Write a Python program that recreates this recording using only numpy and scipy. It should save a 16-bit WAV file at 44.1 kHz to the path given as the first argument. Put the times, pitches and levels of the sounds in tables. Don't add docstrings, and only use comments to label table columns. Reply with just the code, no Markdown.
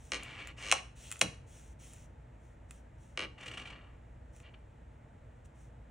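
import sys
import numpy as np
from scipy import signal
from scipy.fft import rfft, irfft, next_fast_len
from scipy.io import wavfile

SR = 44100
rng = np.random.default_rng(int(sys.argv[2]) if len(sys.argv) > 2 else 0)


def to_wav(sig):
    pcm = np.clip(np.atleast_2d(sig), -1, 1) * 32767
    pcm = np.round(pcm).astype(np.int16)
    wavfile.write(sys.argv[1], SR, pcm.T)


N = 260234
TIME = np.arange(N) / SR


def from_db(db):
    return 10 ** (np.asarray(db) / 20)


def rms_one(x):
    return x / np.sqrt(np.mean(x ** 2) + 1e-20)


def at_hz(points, hz):
    knots, values = np.transpose(points)
    return np.interp(np.log(np.maximum(hz, 1)), np.log(knots), values)


def coloured(x, spectrum):
    size = next_fast_len(N)
    hz = np.fft.rfftfreq(size, 1 / SR)
    shaped = rfft(x, size) * from_db(at_hz(spectrum, hz))
    return rms_one(irfft(shaped, size)[..., :N])


def filtered(x, order, hz, kind):
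    return signal.sosfilt(signal.butter(order, hz, kind, fs=SR, output="sos"), x)


def stereo_noise(side_db):
    mid, side = rng.standard_normal((2, N))
    return mid + from_db(side_db) * side * [[1], [-1]]


def grains(per_s, spread_db):
    loudness_db = spread_db * np.minimum(rng.exponential(1, N), 4)
    sizes = from_db(loudness_db) * rng.choice([-1, 1], N)
    caught = rng.random(N) < per_s / SR
    return rms_one(sizes * caught)


def clicks(times, db):
    out = np.zeros(N)
    out[np.round(times * SR).astype(int)] = from_db(db)
    return out


def resonate(x, hz, width):
    r = np.exp(-np.pi * width / SR)
    zeros = np.array([1, 0, -1]) * (1 - r * r) / 2
    poles = [1, -2 * r * np.cos(2 * np.pi * hz / SR), r * r]
    return signal.lfilter(zeros, poles, x + 1e-18)


def mode(x, hz, width):
    return resonate(resonate(x, hz, width), hz, 0.46 * hz)


def struck(modes, times, db, low_db, high_db, spread_s):
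    out = np.zeros(N)
    height = sum(from_db(level) * 2 * np.pi * width / SR for hz, width, level in modes)
    for hz, width, level in modes:
        low_part = low_db * np.interp(hz, (1300, 2000), [1, 0])
        high_part = high_db * np.interp(hz, (3000, 5500), [0, 1])
        travel = spread_s * np.sqrt(modes[0][0] / hz)
        blows = clicks(times + travel, db + level + low_part + high_part)
        out += mode(blows, hz, width)
    return 2 * out / height


def crack(times, db, hz, width):
    snap = filtered(resonate(clicks(times, db), hz, width), 2, 1500, "high")
    return snap * SR / (np.pi * width)


def gate(start, end, attack_s, release_s):
    return np.clip((TIME - start) / attack_s, 0, 1) * np.clip((end - TIME) / release_s, 0, 1)


SWELL_DB, SWELL_EDGE_S = 10, .012


def swells(strokes):
    total = 0
    for start, peak, end, db in strokes:
        from_peak = np.interp(TIME, [start, peak, end], [1, 0, 1])
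        gain = from_db(db - SWELL_DB * from_peak ** 1.4)
        total = total + gain * gate(start, end, SWELL_EDGE_S, SWELL_EDGE_S)
    return total


def waver(per_s, depth_db):
    return from_db(depth_db * np.interp(TIME * per_s, np.arange(2000), rng.standard_normal(2000)))


BOUNCE_HASTE, BOUNCE_SCATTER_DB = .57, 1.23
BOUNCE_DULLING_DB = 0.73


def bounces(start, db, first_gap_s, loss_db, low_db, high_db, count=10):
    k = np.arange(count)
    times = start + first_gap_s * np.append(0, np.cumsum(k[1:] ** -BOUNCE_HASTE))
    scatter_db = BOUNCE_SCATTER_DB * rng.standard_normal((2, count)) * (k > 0)
    strength_db = db - loss_db * k + scatter_db[0]
    return times, strength_db, low_db + scatter_db[1], high_db - BOUNCE_DULLING_DB * k


# (frequency [Hz], relative density [dB])
RUMBLE_SPECTRUM = [(20, -31), (30, -15), (38, -4.5), (55, -0.5), (70, -1), (85, -3), (125, -4), (170, -12),
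                   (230, -18.5), (320, -23), (400, -28), (700, -63)]
# (frequency [Hz], relative density [dB])
AIR_SPECTRUM = [(180, -30.5), (300, -6), (332, -3), (379, -17), (452, -3), (494, -6.5), (653, -6.5),
                (790, -13), (863, -8.5), (1040, -16.5), (1880, -15.5), (3800, -31), (4800, -41),
                (7350, -32.5), (10000, -40), (13000, -69), (22000, -120)]
# (frequency [Hz], rms level [dB])
HUM_LINES = [(57.2, -59), (120, -69.5), (238.5, -72), (266, -78.5)]


def background():
    rumble = from_db(-55.5) * coloured(stereo_noise(side_db=-39), RUMBLE_SPECTRUM)
    air = from_db(-65.5) * coloured(stereo_noise(side_db=-11.5), AIR_SPECTRUM)
    diffuse_spectrum = [(30, -24.5), (70, -8.5), (150, -6.5), (500, -5), (900, -3.5),
                        (1600, -21.5), (5000, -42.5)]
    diffuse = from_db(-68) * coloured(rng.standard_normal(N), diffuse_spectrum)
    hiss_spectrum = [(5000, -9), (10000, -4), (15000, 3.5), (18000, -5.5)]
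    hiss = from_db(-83) * coloured(rng.standard_normal(N), hiss_spectrum)
    hum = 0
    for hz, db in HUM_LINES:
        hum = hum + from_db(db) * np.sqrt(2) * np.sin(2 * np.pi * (hz * TIME + rng.random()))
    return rumble + air + hiss + hum + diffuse * [[1], [-1]]


# (frequency [Hz], gain [dB])
TAIL_GAIN = [(150, 5.5), (500, 0), (1200, -10.5), (2700, -13.5), (5000, -11), (9000, -16)]
# (frequency [Hz], time to fall 60 dB [s])
TAIL_T60 = [(150, .36), (600, .26), (2500, 0.39), (6000, 0.31), (10000, 0.34)]


def room(x, side_db):
    t, tail = TIME[:SR // 2], 0
    edges = np.geomspace(70, 17000, 12)
    for low, high in zip(edges, edges[1:]):
        hz = np.sqrt(low * high)
        fade = from_db(-60 * t / at_hz(TAIL_T60, hz)) * np.clip((t - .003) / 0.0027, 0, 1)
        width_db = side_db + at_hz([(100, -22.5), (500, 0), (2500, 0), (9000, -9)], hz)
        noise = filtered(rms_one(stereo_noise(width_db)[:, :len(t)]), 2, [low, high], "band")
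        tail = tail + from_db(at_hz(TAIL_GAIN, hz)) * noise * fade / np.sqrt(np.sum(fade ** 2))
    return signal.fftconvolve(x[None], tail, axes=1)[:, :N]


def desk_echoes(x, echo_db, fade_s):
    t = TIME[:SR // 25]
    scatter = rng.standard_normal((2, len(t))) * np.exp(-t / fade_s) * (t > .0012)
    scatter = scatter + .3 * scatter[::-1]
    scatter /= np.sqrt(np.sum(scatter ** 2, axis=1, keepdims=True))
    return from_db(echo_db) * signal.fftconvolve(x[None], scatter, axes=1)[:, :N]


# (start [s], peak [s], end [s], level before a shared 1.5 dB lift [dB])
RUB_STROKES = [(-.06, .06, 0.19, -63), (.95, 1.05, 1.22, -55.5), (1.46, 1.55, 1.74, -60.5),
               (1.785, 1.83, 2.07, -57.5), (2.39, 2.45, 2.56, -75.5), (2.68, 2.75, 2.82, -67),
               (2.97, 3.03, 3.23, -71), (4.32, 4.365, 4.44, -66.5), (5.44, 5.458, 5.47, -64),
               (5.54, 5.62, 5.7, -70)]
# (frequency [Hz], relative density [dB])
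SKIN_SPECTRUM = [(900, -12.5), (1800, -3.5), (3000, -.5), (4000, -6.5), (4900, -13), (5700, 1), (7500, 0.5),
                 (9500, -0.5), (16000, -1)]


def finger_rubs():
    hiss = coloured(grains(per_s=9000, spread_db=3.0), SKIN_SPECTRUM)
    return from_db(1.5) * swells(RUB_STROKES) * hiss


# (time [s], strength before a shared 6 dB lift [dB], high modes [dB])
TICKS = [(0.234, -37, 7.5), (0.4727, -24, -4.5), (1.1058, -32, -4), (1.1153, -20, 0.5), (1.1243, -21, -1.5),
         (1.1574, -27, -15), (1.168, -33, -4), (1.1930, -36, 8), (1.9350, -43.5, 8), (2.7090, -28.5, -3),
         (4.364, -45, 1), (4.4015, -36, -8)]
# (frequency [Hz], width [Hz], relative level [dB])
TICK_MODES = [(1380, 450, -8), (2000, 410, -6.5), (2500, 250, -4), (3400, 150, -10), (6000, 590, -27),
              (7470, 700, -3.5), (9100, 900, -6), (10150, 1200, -5), (14480, 2300, -10)]


def light_ticks():
    times, db, high_db = np.transpose(TICKS)
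    return struck(TICK_MODES, times, db + 6, 0, high_db, spread_s=.0002)


# (start [s], peak [s], end [s], level [dB])
MAT_STROKES = [(.96, 1.09, 1.21, -59)]
# (frequency [Hz], width [Hz], relative level [dB])
CARD_MODES = [(557, 62, -10), (746.7, 260, -1), (1096, 160, 2), (1260, 130, -11), (1900, 180, -8.5),
              (2390, 340, -6.5), (2687, 280, 1.5), (2906, 220, 3.5), (3240, 300, -1), (3980, 450, -7),
              (5640, 550, -7.5), (6280, 900, -7.5), (7050, 500, -12), (8000, 850, -8.5), (9203, 280, -5.5)]


def card_rustle():
    friction = grains(per_s=2700, spread_db=2.5)
    ring = sum(from_db(db) * resonate(friction, hz, width) for hz, width, db in CARD_MODES)
    return swells(MAT_STROKES) * rms_one(filtered(ring, 2, 2400, "high"))


# (time [s], strength [dB], low modes [dB], high modes [dB], desk thud [dB], crack [dB])
KNOCKS = [(0.715, 0, -24, 1.5, -75, -7), (0.7243, .5, 4, 1.5, -43, -6), (1.212, -9, -14, 7, -62, -24.5),
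          (1.2148, 0.5, -3, 0, -23, -2)]
# (frequency [Hz], width [Hz], relative level [dB])
DESK_MODES = [(97.7, 16, -1.5), (127.1, 24, 3), (193, 26, 0), (220, 30, -1.5), (305, 40, -1.5),
              (491.4, 55, -1), (538, 55, -2), (630, 70, 1)]


def card_knocks():
    times, db, low_db, high_db, thud_db, crack_db = np.transpose(KNOCKS)
    card = struck(CARD_MODES, times, db, low_db, high_db, spread_s=0.00026)
    snap = crack(times + .0001, crack_db, hz=3217, width=3800)
    thud = struck(DESK_MODES, times, thud_db, 0, 0, spread_s=0.0036)
    return card + snap + thud


# (frequency [Hz], width [Hz], relative level [dB])
PLATE_MODES = [(201, 40, -14), (310, 60, -8), (486.4, 100, -7), (710, 90, -13), (856, 230, -9.5),
               (1183, 170, -4.5), (1404, 74, -6.5), (1720, 170, -7), (1933, 90, 1), (2308, 170, 4.5),
               (2660, 150, -4.5), (2802, 140, 2.5), (3100, 63, -7.5), (3485, 220, -12), (4190, 330, -7),
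               (5500, 420, -12.5), (6200, 450, -11.5), (8100, 350, -18), (8590, 350, -19),
               (9266, 660, -19.5)]


def card_taps(times, db, low_db, high_db):
    ring = struck(PLATE_MODES, times, db, low_db, high_db, spread_s=.0008)
    return ring + crack(times, db + high_db - 19.5, hz=4000, width=5700)


# (time [s], strength [dB], first gap [s], loss per bounce [dB], low modes [dB], high modes [dB])
RATTLES = [(0.1191, -12, .0148, 2.5, 2.5, 3.5), (0.7246, -23.5, .016, 0.66, -8, 6)]


def card_rattles():
    return card_taps(*np.hstack([bounces(*rattle) for rattle in RATTLES]))


STUTTER_START_S, SLIP_GAP_S, SLIP_JITTER_S = .6262, .0097, .0008
SLIP_DB, SLIP_GROWTH_DB, SLIP_SCATTER_DB = -29, 1.0, 1.25


def card_stutter(count=9):
    k = np.arange(count)
    early, stronger = rng.standard_normal((2, count))
    times = STUTTER_START_S + SLIP_GAP_S * k + SLIP_JITTER_S * early
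    strength_db = SLIP_DB + SLIP_GROWTH_DB * k + SLIP_SCATTER_DB * stronger
    return card_taps(times, strength_db, low_db=0, high_db=3)


def sliding(gain, per_s, spread_db, soft_hz, rasp_db):
    force = filtered(grains(per_s, spread_db), 4, min(soft_hz, 15000), "low")
    ring = sum(from_db(db) * resonate(force, hz, width) for hz, width, db in PLATE_MODES)
    rasp = from_db(rasp_db) * resonate(force, hz=1200, width=2800)
    return gain * rms_one(ring + rasp)


# (start [s], end [s], level at start [dB], swell [dB per s], hiss relative to the level [dB])
EDGE_SCRAPES = [(.15, .51, -50, -5, -17), (.563, .715, -52.5, 48, -7.5)]
# (frequency [Hz], relative density [dB])
SCRAPE_SPECTRUM = [(3000, -31.5), (4800, -4.5), (5700, 0.5), (6500, -1), (7300, -1), (8500, -0.5),
                   (10000, -8.5), (16000, -7.5)]
SCRAPE_ATTACK_S, SCRAPE_RELEASE_S = 0.023, .045


def card_scrape():
    drag, fine = 0, 0
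    for start, end, db, swell_db_per_s, hiss_db in EDGE_SCRAPES:
        level = from_db(db + swell_db_per_s * (np.clip(TIME, start, end) - start))
        touch = gate(start, end + SCRAPE_RELEASE_S / 2, SCRAPE_ATTACK_S, SCRAPE_RELEASE_S)
        drag = drag + level * touch
        fine = fine + level * touch * from_db(hiss_db)
    body = sliding(drag, per_s=2200, spread_db=2.5, soft_hz=3330, rasp_db=-15)
    hiss = fine * coloured(grains(per_s=9000, spread_db=2.5), SCRAPE_SPECTRUM)
    return waver(per_s=45, depth_db=1.8) * (body + hiss)


GRIP_AT_S, GRIP_GAP_S, GRIP_JITTER_S, GRIP_RISE_S, GRIP_SCATTER_DB = 3.456, .027, 0.0034, 0.0031, 1.8


def grips(count=32):
    early, stronger = rng.standard_normal((2, count))
    steps = np.arange(count) - count // 4
    times = GRIP_AT_S + GRIP_GAP_S * steps + GRIP_JITTER_S * early
    age = TIME[:SR // 20] / GRIP_RISE_S
    swell = age ** 2 * np.exp(-age)
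    return signal.fftconvolve(clicks(times, GRIP_SCATTER_DB * stronger), swell / swell.max())[:N]


# (time [s], level [dB])
ROLL_LEVEL = [(3.37, -57), (3.397, -48.5), (3.46, -45), (3.58, -44.5), (3.71, -46), (3.8, -57.5),
              (3.95, -69), (4.08, -80)]
# (start [s], peak [s], end [s], level before a shared 3.5 dB cut [dB])
CREAK_STROKES = [(4.42, 4.46, 4.505, -55.5), (4.532, 4.543, 4.556, -51.5)]
HISS_FADE_DB_PER_S = 23


def stamper_roll():
    times, db = np.transpose(ROLL_LEVEL)
    touch = gate(times[0], times[-1], SWELL_EDGE_S, SWELL_EDGE_S)
    rolling = from_db(np.interp(TIME, times, db)) * touch
    effort = rolling / rolling.max()
    grip_share = 0.65 * effort ** 0.48
    slipping = rolling * (grip_share * grips() + (1 - grip_share) * from_db(-6.0))

    dull_gain = from_db(-1) * rolling / (1 + rolling / from_db(-58))
    dull = sliding(dull_gain, per_s=1200, spread_db=3.0, soft_hz=1700, rasp_db=-13)

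    creak_gain = from_db(.5) * slipping * effort ** .15 + from_db(-3.5) * swells(CREAK_STROKES)
    creak = sliding(creak_gain, per_s=2500, spread_db=2.0, soft_hz=3410, rasp_db=-23)

    fade = from_db(-HISS_FADE_DB_PER_S * np.maximum(TIME - GRIP_AT_S, 0))
    hiss_gain = from_db(-9.5) * slipping * effort ** 0.9 * fade
    hiss = hiss_gain * coloured(grains(per_s=5000, spread_db=3.0), SCRAPE_SPECTRUM)
    return dull + creak + hiss


# (time [s], strength [dB], first gap [s], loss per bounce [dB], low modes [dB], high modes [dB])
STAMPER_DROP = (3.1744, -14, .018, 1.52, 3.5, -2.5)


def stamper():
    landing = struck(PLATE_MODES, *bounces(*STAMPER_DROP), spread_s=0.00061)
    contact = landing + stamper_roll()
    barrel = from_db(-7.5) * resonate(contact, hz=2922, width=240)
    deadened = from_db(-20) * resonate(contact, hz=2060, width=580)
    return from_db(0.5) * (contact + barrel - deadened)


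def scene():
    card = card_rattles() + card_stutter() + card_knocks() + card_scrape() + card_rustle()
    near = finger_rubs() + light_ticks() + card + stamper()
    direct = near * from_db(0.91 * np.array([[.5], [-.5]]))
    echoes = desk_echoes(near, echo_db=-8, fade_s=0.012)
    return background() + room(near, side_db=-3.5) + echoes + direct


# (frequency [Hz], phase by which left leads [radians])
PORT_LEAD = [(250, 0), (800, .4), (1500, 0), (4000, -.35), (4900, -.8), (5500, -.2), (7000, -.45),
             (9700, -1.8), (11000, -3.0), (14000, -3.15), (15500, -3.9)]
# (frequency [Hz], gain [dB])
MIC_GAIN = [(6000, 0), (7200, 0), (9200, 0), (10200, -2), (11200, -10), (13000, -11), (15300, -4),
            (16200, -16)]


def ports(x):
    size, sides = next_fast_len(N + SR // 10), np.array([[.5], [-.5]])
    hz = np.fft.rfftfreq(size, 1 / SR)
    response = from_db(at_hz(MIC_GAIN, hz)) * np.exp(1j * sides * at_hz(PORT_LEAD, hz))
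    return irfft(rfft(x, size) * response, size)[:, :N]


def record(dry):
    top_cut = signal.ellip(8, .2, 70, 16400, fs=SR, output="sos")
    return signal.sosfilt(top_cut, ports(dry))


dry = scene()
out = record(dry)
to_wav(out)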